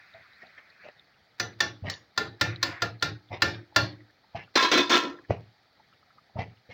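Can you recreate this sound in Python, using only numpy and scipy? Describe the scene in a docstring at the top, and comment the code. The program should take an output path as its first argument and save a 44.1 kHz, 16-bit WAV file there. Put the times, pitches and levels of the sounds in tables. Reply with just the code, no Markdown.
"""A ladle knocks on the wall of a large aluminium pot: cracks, beating shell modes, a noisy wash and a stove-top boom.
A lid clatters on its rim as uneven contact noise rings sheet-metal resonances; things are set down with
dull bumps of grainy noise. Pops are short damped tones, and a stew simmers in a small kitchen, amid filtered
background noise left blotchy by the noise suppressor of the phone that listens, which shortens the tails.
"""
import sys
import numpy as np
from scipy import signal
from scipy.fft import rfft, irfft, next_fast_len
from scipy.io import wavfile
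from scipy.ndimage import uniform_filter1d, minimum_filter1d

SR = 44100
rng = np.random.default_rng(int(sys.argv[2]) if len(sys.argv) > 2 else 0)


def persist_wave(psi):
    """Save psi, clipped to +-1, as 16-bit WAV."""
    counts = np.round(np.clip(psi, -1, 1) * 32767).astype(np.int16)
    wavfile.write(sys.argv[1], SR, np.atleast_2d(counts).T)


N = 296828  # length in samples
T = np.arange(int(.6 * SR)) / SR  # time axis of one short sound, s
DEPTH_DB = 12  # deepest cut of the suppressor; the background is raised by as much
SPREAD_DB = 2.2  # random spread of mode strengths in the pot and the stove top


def amp(db):
    """Decibels to gain."""
    return 10 ** (np.asarray(db) / 20)


def unit(x):
    """Scaled to rms 1."""
    return x / np.sqrt(np.mean(x ** 2) + 1e-20)


def smooth(x, first, second, **axis):
    """Two running means in a row, for a rounder window than one."""
    return uniform_filter1d(uniform_filter1d(x, size=first, **axis), size=second, **axis)


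def along(points, hz):
    """Reads a curve of (f/Hz, value) points on a log frequency axis."""
    f, value = np.transpose(points)
    return np.interp(np.log(hz + 1), np.log(f + 1), value)


def filtered(x, response):
    """x times a complex response of frequency, padded so that tails do not wrap round."""
    m = next_fast_len(N + SR // 2)
    return irfft(rfft(x, m) * response(np.fft.rfftfreq(m, 1 / SR)), m)[..., :N]


def coloured(x, spectrum):
    """x shaped by a (f/Hz, level/dB) curve and scaled to rms 1."""
    return unit(filtered(x, lambda hz: amp(along(spectrum, hz))))


def resonances(peaks):
    """A causal response made of (f/Hz, width/Hz, level/dB) peaks of alternating sign."""
    def response(f):
        total = 0
        for k, (centre, width, db) in enumerate(peaks):
            damping = 1j * f * width
            total = total + (-1) ** k * amp(db) * damping / (centre * centre - f * f + damping)
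        return total
    return response


def onset(rise):
    """An exponential approach to full level; rise is its time constant in s."""
    return 1 - np.exp(-T / rise)


def add(track, s, sound):
    """Lays a sound on the track from second s."""
    part = track[round(s * SR):][:len(sound)]
    part += sound[:len(part)]


def ring(modes, slow, spread_db):
    """Modes struck at new strengths; each is a close pair that beats, as in a shell that is not quite round."""
    out = 0
    for hz, db, t60 in modes:
        neighbour_hz = hz + np.sqrt(hz) * rng.normal(.6, .2)
        pair = np.sin(2 * np.pi * hz * T) + 0.62 * np.sin(2 * np.pi * neighbour_hz * T)
        decay_db = -60 * T / (t60 * slow)
        out = out + amp(db + rng.normal(0, spread_db) + decay_db) * pair
    return out


def tilt(hz, bright_db):
    """A harder contact trades bass for treble: dB at each frequency."""
    return bright_db * np.tanh(np.log2((hz + 50) / 1200))


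# Damping of noise bursts by pot and room: f/Hz, t60/s at decay factor 1
BURST_DECAY = [(80, 0.85), (210, 0.41), (560, 0.41), (1470, 0.45), (3880, 0.4), (8000, 0.23), (12000, 0.38),
               (15500, .22)]
STREAK_DB = 4.5  # rms unevenness of the crowded peaks


def burst(spectrum, bright_db, slow):
    """Noise of crowded narrow peaks that starts near rms 1, each frequency dying at its own speed."""
    white = rfft(rng.standard_normal(len(T)))
    peaks = unit(smooth(rng.standard_normal(len(white)), 30, 30))
    streaked = unit(irfft(white * amp(STREAK_DB * peaks), len(T)))
    hz, t, z = signal.stft(streaked, SR, nperseg=256)
    colour = amp(along(spectrum, hz) + tilt(hz, bright_db))[:, None]
    t60 = slow * along(BURST_DECAY, hz)[:, None]
    tail = signal.istft(z * colour * amp(-60 * t / t60), SR, nperseg=256)[1][:len(T)]
    return tail / np.sqrt(np.mean(colour ** 2))


# Spectral shapes of the background layers, each later scaled to rms 1: f/Hz, relative level/dB
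HISS_SPECTRUM = [(530, -36), (1100, -7.5), (1350, -2.5), (1900, 2.5), (2550, -5), (2700, -15),
                 (3800, -51.5)]
SIZZLE_SPECTRUM = [(1400, -27), (2400, -18), (2900, -1), (3770, 4), (4470, 6), (5500, -5), (8000, -23),
                   (13500, -23), (15200, -14), (16100, -15), (16500, -43)]
ROAR_SPECTRUM = [(18, -45.5), (30, -5), (103, 2.5), (305, -5), (398, -6), (810, -1.5), (1110, -14.5),
                 (1300, -3.5), (1690, -28.5), (2860, -120)]
# Brief swells of the hiss: t/s, level/dB before the DEPTH_DB lift, half width/s (to 1/e)
HISS_SWELLS = [(0.839, -70, 0.058), (2.5, -56.5, 0.053), (2.722, -56.5, 0.093)]
# Layer levels in dB before the DEPTH_DB lift: steady part, and extra at the start that fades
HISS_DB, HISS_START_DB = -72, -61
SIZZLE_DB, SIZZLE_START_DB = -72.5, -77.5
ROAR_DB = -70.0
SETTLE_MIDDLE_S, SETTLE_SCALE_S = 0.5, 0.29  # midpoint and time scale of the S-shaped fade
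SPITS_PER_S = 25


def simmer():
    """Burner roar, a background hiss that drops as the noise suppressor settles, and a sizzle with sparse spits."""
    t = np.arange(N) / SR
    settling = 1 / (1 + np.exp((t - SETTLE_MIDDLE_S) / SETTLE_SCALE_S))
    swells = sum(amp(db) * np.exp(-((t - s) / width) ** 2) for s, db, width in HISS_SWELLS)

    # the three layers share one field of suppressor blotches
    z = signal.stft(rng.standard_normal((3, N)), nperseg=512)[2]
    blotches = uniform_filter1d(rng.standard_normal(z.shape[1:]), size=5, axis=0)
    blotches = uniform_filter1d(blotches, size=8, axis=1)
    noise = signal.istft(z * amp(0.71 * unit(blotches)), nperseg=512)[1][:, :N]
    spits = (rng.random(N) < SPITS_PER_S / SR) * rng.standard_normal(N) * 9
    noise[1] += spits

    hiss = coloured(noise[0], HISS_SPECTRUM)
    sizzle = coloured(noise[1], SIZZLE_SPECTRUM)
    roar = coloured(noise[2], ROAR_SPECTRUM)
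    mix = (amp(HISS_DB) + amp(HISS_START_DB) * settling + swells) * hiss
    mix += (amp(SIZZLE_DB) + amp(SIZZLE_START_DB) * settling) * sizzle
    mix += amp(ROAR_DB) * roar
    return amp(DEPTH_DB) * mix


# Clear pops and ticks: t/s, relative level/dB, f/Hz
CLEAR_TICKS = [(0.1401, -45, 3730), (0.196, -50.5, 660), (0.3342, -46, 3900), (0.4705, -46.5, 3900),
               (0.703, -46.5, 4060), (0.9967, -45, 3650), (1.94, -35, 3770), (2.384, -48, 1680),
               (2.5614, -34.5, 3920), (3, -45, 4180), (3.2894, -48.5, 3470), (3.5473, -39, 3600),
               (3.725, -49.5, 843), (4.007, -47.5, 1910), (4.101, -48, 1730), (4.243, -51, 888),
               (4.479, -50.5, 1412), (5.189, -46.5, 1650), (5.25, -48, 1725), (5.799, -52.5, 862),
               (5.928, -50, 1300), (6.03, -51.5, 1250), (6.106, -51.5, 1306), (6.184, -47.5, 1215),
               (6.499, -50.5, 1860)]
TICK_CYCLES = 38  # cycles of the main resonance until it is 60 dB down
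FAINT_COUNT, FAINT_FLOOR_DB, FAINT_RANGE_DB = 40, -60, 8  # scattered pops, levels relative
FAINT_LOW_HZ, FAINT_HIGH_HZ = 696, 4600


def ticks():
    """Short pops, some clear and many faint: one damped resonance with weak neighbours."""
    out = np.zeros(N)
    faint = []
    for place, strength, pitch in rng.random((FAINT_COUNT, 3)):
        hz = FAINT_LOW_HZ * (FAINT_HIGH_HZ / FAINT_LOW_HZ) ** pitch
        faint.append((place * N / SR, FAINT_FLOOR_DB + FAINT_RANGE_DB * strength, hz))
    for s, db, hz in CLEAR_TICKS + faint:
        modes = [(hz, 7.5, 1), (1.08 * hz, 2.5, .6), (.88 * hz, 2.5, .6)]
        pop = ring(modes, TICK_CYCLES / hz, 0.5)
        add(out, max(s - .001, 0), amp(db) * pop * onset(3 / hz))
    return out


# Lid on rim: t/s, strike level/dB, rattle level/dB, rise/s, hold/s, fall/(dB/s),
# then low, middle and upper ring level/dB relative to the rattle
LID_STRIKES = [(4.556, -4, -19.5, 0.002, 0.016, 151, -19, -0.5, -12.5),
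               (4.625, -6, -25, .004, 0.019, 191, -6.5, -4, -11.5),
               (4.716, -2.5, -20, 0.0083, .03, 203, -1.5, -9.5, -9),
               (4.777, -4, -25.5, 0.0064, .02, 225, -1, -4, -7),
               (4.896, -9, -19.5, 0.0039, 0.061, 227, -9, -9.5, -8.5),
               (5.019, -40, -40, 0.013, 0.015, 136.5, 8.5, 0, -0.5)]
# Low, middle and upper groups of rings: f/Hz, width/Hz, relative level/dB
LID_RINGS = [
    [(287, 28, 4.5), (353.5, 12.2, 6.5), (486, 120, -8)],
    [(983, 7.2, -6), (1046.5, 28, -3)],
    [(1355, 24, -3.5), (1287, 10, -8)],
]
# Sheet-metal modes of the lid: f/Hz, width/Hz, relative level/dB
LID_MODES = [(1646, 31, 1), (1817, 13, -1.5), (1985, 14, -1.5), (2237, 36, -7), (2517, 14, -3.5),
             (2610, 12, -3), (2900, 20, -5), (3275, 25, 1.5), (3245, 14, -12), (3546, 84, 2),
             (3780, 15, -3), (4040, 20, 2.5), (4340, 30, 1.5), (4880, 7.8, 2.5), (4970, 5.2, -1.5),
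             (5480, 26, -6.5), (6250, 25, -7), (6830, 29, -15)]
# Spectral shape of metal contact: f/Hz, relative level/dB
CLASH_SPECTRUM = [(90, -49.5), (150, -22), (280, -4), (1000, -11.5), (1600, -8.5), (3560, -12),
                  (5800, -14.5), (7800, -33.5), (10000, -46), (13500, -49.5), (15300, -30.5),
                  (15900, -45.5), (16300, -74)]
LID_SPREAD_DB = 3.5  # random spread of the mode strengths at each strike
STRIKE_T60_S = 0.11  # fade laid over the burst's own decay


def rolled_off(peaks):
    """Resonances with their treble skirts rolled off, as by the microphone."""
    return lambda hz: resonances(peaks)(hz) / (1 + 1j * hz / 6000) ** 4


def lid():
    """Strikes and dense uneven contacts drive thin sheet metal, which rings on as the contact hiss dies."""
    s, strike_db, rattle_db, rise, hold, fall, *rings_db = np.transpose(LID_STRIKES)[..., None]
    t = np.maximum(np.arange(N) / SR - s, 0)
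    rattles = (1 - np.exp(-t / rise)) * amp(rattle_db - fall * np.maximum(t - hold, 0))

    def force(db):
        """All rattles together, summed as powers."""
        return np.linalg.norm(rattles * amp(db), axis=0)

    unevenness_db = uniform_filter1d(rng.standard_normal((5, N)), size=90) * 32
    contacts = unit(rng.standard_normal((5, N)) * amp(unevenness_db))
    out = force(0) ** 1.03 * amp(-3.0) * coloured(contacts[0], CLASH_SPECTRUM)

    for drive, peaks, db in zip(contacts[2:], LID_RINGS, rings_db):
        steady_ring = filtered(drive, rolled_off(peaks))
        out += filtered(force(db) * drive, rolled_off(peaks)) / np.std(steady_ring)

    sheet_gain = amp(-4) / np.std(filtered(contacts[1], rolled_off(LID_MODES)))
    for start, db, rattle in zip(s[:, 0], strike_db[:, 0], rattles):
        struck = [(hz, width, level + rng.normal(0, LID_SPREAD_DB)) for hz, width, level in LID_MODES]
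        out += sheet_gain * filtered(rattle * contacts[1], rolled_off(struck))
        strike = amp(db - 12 - 60 * T / STRIKE_T60_S) * burst(CLASH_SPECTRUM, 0, 1)
        add(out, start - .0015, strike * onset(0.0018))
    return out


# Dull bumps and scrapes: t/s, level/dB, rise/s, decay factor, brightness/dB,
# boom level/dB, knock f/Hz, knock level/dB (boom and knock are relative to the bump)
DULL_CONTACTS = [(0.141, -51.5, 0.029, 1, 2, -8.5, 657, 16), (0.419, -44, 0.005, 0.58, 0.5, -23, 1870, 8.5),
                 (.577, -49.5, 0.0018, 0.43, 5.5, -30, 1780, 10),
                 (.835, -43.5, 0.0058, 0.64, 4, -20, 1680, -1),
                 (1.824, -35, 0.019, 0.78, -2.5, -1.5, 546, -16),
                 (1.846, -25, 0.029, 0.59, 5.5, -11, 590, -1.5),
                 (3.305, -32, 0.012, 0.73, -2, -12, 733, -3), (3.325, -37, 0.0077, 0.59, 7, -3.5, 2035, 6),
                 (4.347, -33.5, 0.0086, 0.65, 3.5, -2.5, 678, 10.5),
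                 (4.39, -43.5, 0.013, 0.63, 7.5, -15.5, 2060, 3.5),
                 (5.296, -30.5, 0.0055, 0.7, 0.5, 0, 343, 4),
                 (5.3065, -31, 0.001, 0.094, -4, 7.5, 594, 18.5),
                 (6.356, -27.5, 0.011, 0.54, -6.5, -7, 618, -5),
                 (6.387, -36, 0.0011, 0.68, 4, 4.5, 680, 3.5), (6.69, -39, 0.014, 0.67, 8, -13, 490, 0.5)]
# Spectral shape of a dull contact: f/Hz, relative level/dB
DULL_SPECTRUM = [(90, -28), (150, -5.5), (400, -8), (650, 1), (1100, -12.5), (1500, -22), (2000, -10.5),
                 (2950, -18), (3300, -24), (5500, -28), (7500, -50.5), (13000, -79), (15300, -61.5),
                 (16500, -59)]
# Stove-top modes, also shaken by the ladle: f/Hz, relative level/dB, t60/s at decay factor 1
STOVE_MODES = [(109.37, -0.5, 0.52), (97.85, 1.5, 0.31), (124.95, -6, 0.37), (151, -5, 0.34),
               (181.5, -9, 0.41), (81.36, -5.5, 0.38)]


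def bumps():
    """Soft contacts build up in grains, without a crack, and knock one short resonance with an overtone."""
    out = np.zeros(N)
    for s, db, rise, slow, bright_db, boom_db, hz, knock_db in DULL_CONTACTS:
        grains = amp(3.4 * unit(smooth(rng.standard_normal(len(T)), 90, 60)))
        body = burst(DULL_SPECTRUM, bright_db, slow) * grains * onset(rise) ** 2
        knock_modes = [(hz, 0, .14), (1.17 * hz, -5, .1)]
        knock = amp(knock_db) * ring(knock_modes, slow, 1.7) * onset(rise)
        boom = amp(boom_db) * ring(STOVE_MODES, 1.37 * slow, SPREAD_DB) * onset(0.0055)
        add(out, s, amp(db) * (body + knock + boom))
    return out


# Ladle blows; a blow low on the wall has weight, one near the rim rings the top modes:
# t/s, level/dB, weight/dB, ring/dB, rim ring/dB, decay factor
LADLE_BLOWS = [(1.399, -13, -6, -1.5, 1, 1), (1.605, -8, -10, 0, -3, 0.99),
               (1.899, -18.5, -19, -6, -12, 1.38), (2.177, -12, -3, 2, -24, 1.07),
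               (2.412, -8, 0.5, -0.5, -26, 0.93), (2.629, -7.5, -9, -4, -29.5, 1.21),
               (2.821, -12.5, 2.5, 0.5, -21.5, 0.83), (3.025, -10.5, 1, 1.5, -15, 0.85),
               (3.421, -7, 0, 1, -9.5, 1.016), (3.762, -4.5, -0.5, 2.5, -20, .92)]
# Modes of the pot wall: f/Hz, relative level/dB, t60/s at decay factor 1
POT_MODES = [(299, -19.5, 0.85), (345, -19, 0.73), (552, -14.5, 0.35), (830, -20, 0.22), (1028, -17, 0.24),
             (1066, -2.5, 0.04), (1319, -16, 0.083), (1391, -2, 0.21), (1768, -5.5, 0.22),
             (2080, -18.5, 0.18), (2380, -22, 0.37), (2645, -16.5, 0.23), (2740, -15.5, 0.19),
             (2880, -21, .3), (3450, -15, 0.15), (3510, -21, .35), (4460, -18.5, 0.16), (4260, -23.5, 0.16),
             (4000, -23.5, 0.1), (4380, -26.5, 0.097), (5000, -22.5, .22), (5060, -24.5, 0.18),
             (5590, -21, 0.24), (5970, -22, .2), (6700, -23, .2)]
# Dense modes of the pot, heard as noise: f/Hz, relative level/dB
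WASH_SPECTRUM = [(90, -36), (200, 2.5), (560, 0.5), (1100, -7), (1800, -3), (2900, -16), (4250, -3.5),
                 (5800, -14.5), (7400, -23.5), (8600, -38), (13500, -43.5), (15300, -23.5), (16000, -39),
                 (16400, -56.5)]
# Ring of the wall at full weight (0 dB): f/Hz, level/dB added to the modes
FULL_WEIGHT_RING = [(560, -16.5), (1390, -13.5), (1780, -11), (2600, -13.5), (3500, -12.5), (4400, -11.5),
                    (5300, -15), (6700, -21.5)]
# How the ring follows weight: f/Hz, dB of ring gained per dB of weight
RING_PER_WEIGHT = [(560, 0.17), (1390, 0.86), (1780, 0), (3000, 0.4), (4400, -0.8)]
RIM_HZ = 6000  # where the rim ring level applies
WASH_DB, BOOM_DB = -17.5, -14.5  # at full weight, relative to the blow
WASH_PER_WEIGHT = .43  # dB of wash per dB of weight


def ladle():
    """Each blow cracks, rings the pot wall, leaves a wash of dense modes and shakes the stove top."""
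    out = np.zeros(N)
    for s, db, weight_db, ring_db, rim_db, slow in LADLE_BLOWS:
        crack = amp(-3.5 - 60 * T / 0.05) * burst(WASH_SPECTRUM, 12.0, 0.47)

        # where the blow lands sets the balance of the modes
        spot = [(RIM_HZ, rim_db)]
        for hz, level in FULL_WEIGHT_RING:
            spot.append((hz, level + ring_db + along(RING_PER_WEIGHT, hz) * weight_db))
        spot.sort()
        modes = [(hz, level + along(spot, hz), t60) for hz, level, t60 in POT_MODES]
        wall = ring(modes, slow, SPREAD_DB)

        wash = amp(WASH_DB + WASH_PER_WEIGHT * weight_db) * burst(WASH_SPECTRUM, 0, slow) * onset(0.0036)
        boom = amp(BOOM_DB + weight_db) * ring(STOVE_MODES, slow, SPREAD_DB) * onset(0.05)
        add(out, s - .0012, amp(db) * onset(0.002) * (crack + wall + wash + boom))
    return out


def scene():
    """Everything heard in the kitchen, as one channel."""
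    return (simmer() + ticks() + lid() + bumps() + ladle())[None]


def suppress(x):
    """Turns down every frequency whose recent power is near the quietest power of the surrounding second."""
    z = signal.stft(x, nperseg=512, noverlap=384)[2]
    power = uniform_filter1d(np.abs(z) ** 2, size=7, axis=1)
    power = np.abs(uniform_filter1d(power, size=9, axis=2))
    background = minimum_filter1d(uniform_filter1d(power, size=30, axis=2), size=400, axis=2)
    threshold = background * amp(18.0)  # a power ratio of about 8
    keep = 1 / (1 + (threshold / (power + 1e-20)) ** 1.5)
    floor = amp(-DEPTH_DB)
    gain = floor + (1 - floor) * keep
    return signal.istft(z * gain, nperseg=512, noverlap=384)[1][:, :N]


BASS_CUT_HZ, TOP_HZ = 55, 16900  # corner of the bass loss, upper band limit


def record(dry):
    """Noise is suppressed first; then deep bass is lost and nothing passes the band limit."""
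    def band(hz):
        return (1j * hz / (BASS_CUT_HZ + 1j * hz)) ** 2 * (hz < TOP_HZ)
    return filtered(suppress(dry), band)


dry = scene()
out = record(dry)
persist_wave(out)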